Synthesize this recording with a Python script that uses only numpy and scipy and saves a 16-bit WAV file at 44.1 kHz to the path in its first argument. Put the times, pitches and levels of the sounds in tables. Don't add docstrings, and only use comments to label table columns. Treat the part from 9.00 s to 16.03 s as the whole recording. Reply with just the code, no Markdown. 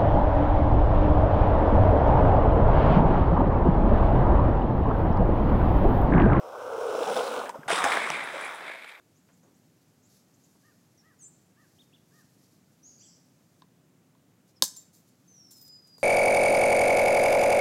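import sys
import numpy as np
from scipy import signal
from scipy.fft import rfft, irfft
from scipy.io import wavfile

SR = 44100
rng = np.random.default_rng(int(sys.argv[2]) if len(sys.argv) > 2 else 0)


def master(y):
    cut = np.clip(np.atleast_2d(y).T, -1, 1)
    pcm = np.round(cut * 32767)
    wavfile.write(sys.argv[1], SR, pcm.astype(np.int16))


N = 310023
TIME = np.arange(N) / SR


def amp(db):
    return 10 ** (np.asarray(db) / 20)


def unit(x):
    return x / np.sqrt(np.mean(x ** 2))


def add(track, s, x):
    i = int(s * SR)
    track[i:i + len(x)] += x[:N - i]


def fade(t, t60):
    return np.exp(-np.log(1000) * t / t60)


def colour(x, points):
    hz, db = np.transpose(points)
    grid_hz = np.fft.rfftfreq(8192, 1 / SR)
    gain_db = np.interp(np.log(grid_hz + 1), np.log(hz), db)
    cepstrum = irfft(np.log(amp(gain_db)))
    half = len(cepstrum) // 2
    folded = np.r_[cepstrum[0], 2 * cepstrum[1:half], np.zeros(half)]
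    response = irfft(np.exp(rfft(folded)))
    return signal.fftconvolve(x, response / np.linalg.norm(response))[:len(x)]


def lowpass(x, hz):
    return signal.sosfilt(signal.butter(2, hz, fs=SR, output="sos"), x)


def bandpass(x, order, low_hz, high_hz):
    return signal.sosfilt(signal.butter(order, [low_hz, high_hz], "band", fs=SR, output="sos"), x)


def wander(t, rate):
    return np.interp(t * rate, np.arange(4096), rng.standard_normal(4096))


def phase(hz):
    return 2 * np.pi * np.cumsum(hz) / SR


def town(level_db=-63.5):
    # (frequency [Hz], level [dB])
    town_spectrum = [(15, -80), (25, -53.5), (69, -20.5), (104, -2.5), (178, 0), (221, -5), (253, -2),
                     (399, -12), (722, -17), (997, -22), (1140, -21.5), (4620, -30), (7100, -27),
                     (8810, -31.5), (15500, -33.5)]
    return amp(level_db) * unit(colour(rng.standard_normal(N), town_spectrum))


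def leather_pad(handling_db=-78.5, flutter_db=2.0):
    # (frequency [Hz], level [dB])
    leather = [(800, -10), (2500, -16), (4500, 2), (6500, 2.5), (9000, -5.5), (12000, -0.5), (15500, -13)]
    # (middle [s], length between 1/e points [s], level at the middle [dB])
    strokes = [(0.824, 0.041, -71.5), (1.15, 0.13, -68), (1.582, 0.64, -74), (2.747, 0.27, -71.5),
               (3.195, 0.27, -70), (3.484, 0.28, -73), (5.494, .04, -69), (6.38, 0.16, -76.5)]
    # (time [s], starting level [dB], nominal frequency [Hz], t60 [s])
    knocks = [(.287, -64.5, 1400, 0.19), (.432, -63.5, 640, 0.42), (1.552, -60.5, 540, 0.071),
              (6.982, -51.5, 597, 0.039)]

    moving = 1.0 * ((TIME < 4.6) | (TIME > 6.0))
    handling = amp(handling_db) * lowpass(moving, 14)
    stroking = sum(amp(db) * np.exp(-(2 * (TIME - s) / length) ** 2) for s, length, db in strokes)
    envelope = np.hypot(handling, stroking) * amp(flutter_db * wander(TIME, 70))
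    out = colour(rng.standard_normal(N), leather) * envelope

    t = TIME[:SR // 4]
    for s, db, hz, t60 in knocks:
        band = bandpass(rng.standard_normal(len(t)), 1, hz / 3, hz * 1.2)
        add(out, s, amp(db) * fade(t, t60) * unit(lowpass(band, 2 * hz)))
    return out


def progress(length):
    return TIME[:int(length * SR)] / length


def arc(length, drop):
    return 1 - drop * (2 * progress(length) - 1) ** 2


def note(hz, rasp, rasp_depth=0.107, rasp_rate=1000, flutter_db=2):
    t = TIME[:len(hz)]
    turn = phase(hz * (1 + rasp_depth * rasp * wander(t, rasp_rate)))
    swell = np.sqrt(2 * np.sin(np.pi * np.arange(len(t)) / len(t)))
    return swell * amp(flutter_db * wander(t, 222)) * np.sin(turn)


def songbirds(tsip_echo_db=-9, swoop_echo_db=-15):
    # (time [s], length [s], level [dB])
    tsip_calls = [(.15, .05, -73), (.32, .033, -72.5), (0.427, 0.023, -69.5), (.54, .024, -73.5),
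                  (1.02, 0.064, -71), (1.337, 0.019, -68), (1.434, 0.022, -66.5)]
    # (time [s], length [s], lowest pitch [Hz], level [dB], rasp [0-1])
    swoop_notes = [(1.972, .05, 5500, -64.5, 0.27), (2.189, .07, 6200, -58, .05),
                   (2.219, .068, 7130, -52.5, 0.1), (2.209, .09, 7850, -57, 0.53),
                   (5.555, .04, 5050, -66, .3)]
    # (time [s], length [s], top pitch [Hz], drop at the ends [0-1], middle level [dB], rasp [0-1], echo [dB])
    chirp_tones = [(2.785, 0.043, 3770, 0.27, -60, .15, -9), (2.925, 0.048, 3500, 0.34, -65, 0.4, -5),
                   (3.828, 0.1, 6720, .16, -56.5, 0.19, -5.5), (3.852, .11, 5060, .05, -72, 1, 1),
                   (3.908, .08, 6600, .03, -69, 0.45, -6), (3.982, 0.035, 4800, 0.06, -66.5, .6, 6),
                   (3.992, 0.023, 7200, 0, -65, 0.2, -3), (4.004, .03, 5950, .04, -57.5, .2, -3),
                   (4.008, .08, 7750, 0.3, -62.5, 0.23, -4), (4.007, .068, 3460, 0.4, -71, 0.27, 3),
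                   (4.044, 0.11, 5380, .08, -70.5, 1, 4.5)]
    tsip_hz, tsip_rise_octaves = 6860, 0.335
    swoop_turn, swoop_bend = 0.65, 0.36
    chirp_fall_db = 6

    tsips, swoops, chirps, chirp_echo = np.zeros((4, N))
    for s, length, db in tsip_calls:
        pitch = tsip_hz * 2 ** (tsip_rise_octaves * (progress(length) - 0.5))
        add(tsips, s, amp(db) * note(pitch, rasp=0.75))
    for s, length, hz, db, rasp in swoop_notes:
        pitch = hz * (1 + swoop_bend * (progress(length) - swoop_turn) ** 2)
        add(swoops, s, amp(db) * note(pitch, rasp))
    for s, length, hz, drop, db, rasp, echo_db in chirp_tones:
        level = amp(db - chirp_fall_db * (progress(length) - 0.5))
        tone = level * note(hz * arc(length, drop), rasp)
        add(chirps, s, tone)
        add(chirp_echo, s, amp(echo_db) * tone)
    echo_feed = amp(tsip_echo_db) * tsips + amp(swoop_echo_db) * swoops + chirp_echo
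    return tsips + swoops + chirps, echo_feed


def yelping_bird(jitter=0.024, jitter_rate=500, flutter_db=2):
    # (time [s], length [s], top of the fundamental [Hz], level before the throat [dB])
    yelps = [(1.626, 0.11, 623, -67), (2.026, 0.12, 642, -65.5), (2.561, 0.11, 626, -67),
             (3.113, .13, 622, -65.5)]
    # (multiple of the fundamental, level [dB])
    partials = [(2, 0), (3, 1), (5, -6)]
    out = np.zeros(N)
    for s, length, top_hz, db in yelps:
        t = TIME[:int(length * SR)]
        u = t / length
        arch = 1 - 0.95 * (u - 0.43) ** 2
        turn = phase(top_hz * (arch + jitter * wander(t, jitter_rate)))
        voice = sum(amp(part_db) * np.sin(round(k) * turn) for k, part_db in partials)
        swell = np.sqrt(np.sin(np.pi * u))
        add(out, s, amp(db + flutter_db * wander(t, 200)) * swell * unit(voice))
    return bandpass(out, 2, 1200, 2300)


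def ring(modes, t, build=0.77):
    out = np.zeros(len(t))
    for hz, db, t60 in modes:
        swell = 1 - np.exp(-(hz * t / (2 * build)) ** 2)
        out += amp(db) * np.cos(2 * np.pi * hz * t) * swell * fade(t, t60)
    return out


def billet(gain_db=2):
    # (time [s], level [dB], contact low-pass [Hz], thud of the padded thigh [dB])
    blows = [(4.6202, -22, 1250, -16), (5.150, -32, 800, -14), (5.6227, 0, 14000, 0)]
    # (frequency [Hz], level [dB], t60 [s])
    blow_modes = [(924, -24, 0.017), (1010, -24.5, 0.038), (1630, -29, 0.017), (1735, -31.5, 0.014),
                  (2883, -32, 0.026), (3850, -9.5, 0.011), (4020, -10, 0.01), (4390, -4, 0.0079),
                  (5130, -9, 0.0098), (6290, -15, 0.015), (8360, -18, 0.0096), (11480, -14, 0.005)]
    # (frequency [Hz], level [dB], t60 [s])
    thud_modes = [(195, -25.5, 0.041), (297, -27, 0.046), (536, -21.5, 0.022), (876, -36.5, 0.06)]
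    out, t = np.zeros(N), TIME[:SR // 2]
    crack, thud = ring(blow_modes, t), ring(thud_modes, t)
    for s, db, bright_hz, thud_db in blows:
        add(out, s, amp(db + gain_db) * lowpass(crack + amp(thud_db) * thud, bright_hz))
    return out


def grate(length, ring_db, tilt_db, grain_db=6.0):
    # (frequency [Hz], level [dB], t60 [s])
    flake_modes = [(7270, 8.5, 0.14), (7460, -12.5, .1), (9900, -20.5, .15), (14530, -1, 0.16),
                   (14120, -0.5, .05), (14750, -5.5, .02)]
    # (frequency [Hz], level [dB])
    grit = [(50, -44.5), (300, -23.5), (1000, -18), (2400, -25.5), (3100, -20), (3700, -8.5), (6100, -2.5),
            (7800, -4.5), (9200, -8.5), (11800, -5), (13300, -11), (15500, -15)]
    t = TIME[:SR // 2]
    pressure = (1 - np.exp(-10 * t / length)) * np.exp(-(t / length) ** 2)
    grains = amp(grain_db * np.minimum(rng.exponential(size=len(t)), 4))
    slips = pressure * unit(rng.standard_normal(len(t)) * grains)

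    pivot_hz = flake_modes[0][0]
    tilted = [(hz, db + tilt_db * np.log2(hz / pivot_hz), t60) for hz, db, t60 in flake_modes]
    singing = unit(signal.fftconvolve(slips, ring(tilted, t))[:len(t)]) * slips.std()
    return colour(slips, grit) + amp(ring_db) * singing


def obsidian():
    # (time [s], length [s], level [dB])
    fractures = [(5.6227, .0022, -14), (5.6283, .003, -22.5), (5.6355, .008, -24.5), (5.646, .012, -35),
                 (5.6603, .002, -30)]
    # (time [s], length [s], level [dB], flake ring [dB])
    clinks = [(5.678, 0.0063, -44.5, -0.5), (5.762, .018, -47.5, 5), (5.792, 0.029, -63.5, 8),
              (6.508, .015, -53.5, -3), (6.676, 0.01, -54.5, -6), (6.712, 0.051, -78.5, 13),
              (6.98, .007, -52.5, -20)]
    # (time [s], length [s], level [dB], flake ring [dB])
    slides = [(5.927, 0.078, -62, -7), (6.073, 0.028, -67, -13), (6.504, 0.04, -55, -6),
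              (6.554, .056, -60.5, -4), (6.61, 0.019, -56, 5.5), (6.647, .031, -64, 2),
              (6.868, 0.025, -63.5, -19), (6.991, .047, -60.5, -22)]
    out = np.zeros(N)
    for s, length, db in fractures:
        add(out, s, amp(db) * grate(length, ring_db=-13, tilt_db=3))
    for s, length, db, ring_db in clinks:
        add(out, s, amp(db) * grate(length, ring_db, tilt_db=-9))
    for s, length, db, ring_db in slides:
        add(out, s, amp(db) * grate(length, ring_db, tilt_db=16.5))
    return out


def whistling_bird(gain_db=1.5, waver=0.0033, flutter_db=3.0):
    # (time [s], pitch [Hz], level [dB])
    whistle = [(6.272, 6370, -60), (6.338, 5950, -58.5), (6.406, 5590, -57.5), (6.489, 5340, -62.5),
               (6.616, 5022, -57.5), (6.742, 4983, -52), (6.81, 4960, -58.5), (6.93, 4885, -59),
               (7.03, 4700, -57.5)]
    s, hz, db = np.transpose(whistle)
    pitch = np.interp(TIME, s, hz) * (1 + waver * wander(TIME, 120))
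    onset = np.clip((TIME - s[0]) / 0.011, 0, 1)
    level = amp(np.interp(TIME, s, db) + gain_db + flutter_db * wander(TIME, 60))
    return onset * level * np.sin(phase(pitch))


def scatter(x, db, t60, delay):
    # (frequency [Hz], level [dB])
    scatter_spectrum = [(100, -8.5), (500, -9), (1050, -8), (1700, -3), (3300, -7), (4200, -7), (6000, 2),
                        (8000, 3.5), (11000, -4), (15500, -11.5)]
    t = TIME[:SR]
    build_up = np.clip(t / delay - 0.5, 0, 1)
    tail = colour(rng.standard_normal(SR) * fade(t, t60) * build_up, scatter_spectrum)
    return amp(db) * signal.fftconvolve(x, tail / np.linalg.norm(tail))[:N]


def yard(x):
    # (delay [s], level [dB])
    reflections = [(.0019, -14), (.0055, -16.5), (0.0152, -29.5), (0.0173, -29.5)]
    echoes = sum(amp(db) * np.interp(TIME - delay, TIME, x, left=0) for delay, db in reflections)
    quick = scatter(x, db=-12.5, t60=0.14, delay=0.0074)
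    lingering = scatter(x, db=-24.5, t60=0.47, delay=0.039)
    return x + echoes + quick + lingering


def scene():
    notes, note_echo = songbirds()
    calls = whistling_bird() + yelping_bird()
    bird_echo = scatter(note_echo + amp(-5.5) * calls, db=-0.5, t60=0.61, delay=0.004)
    work = yard(billet() + obsidian() + leather_pad())
    return (work + notes + calls + bird_echo + town())[None]


def record(dry, ceiling=0.95, top_hz=15800):
    rounded = dry / (1 + (dry / ceiling) ** 4) ** (1 / 4)
    return signal.sosfilt(signal.ellip(8, 0.2, 70, top_hz, fs=SR, output="sos"), rounded)


dry = scene()
out = record(dry)
master(out)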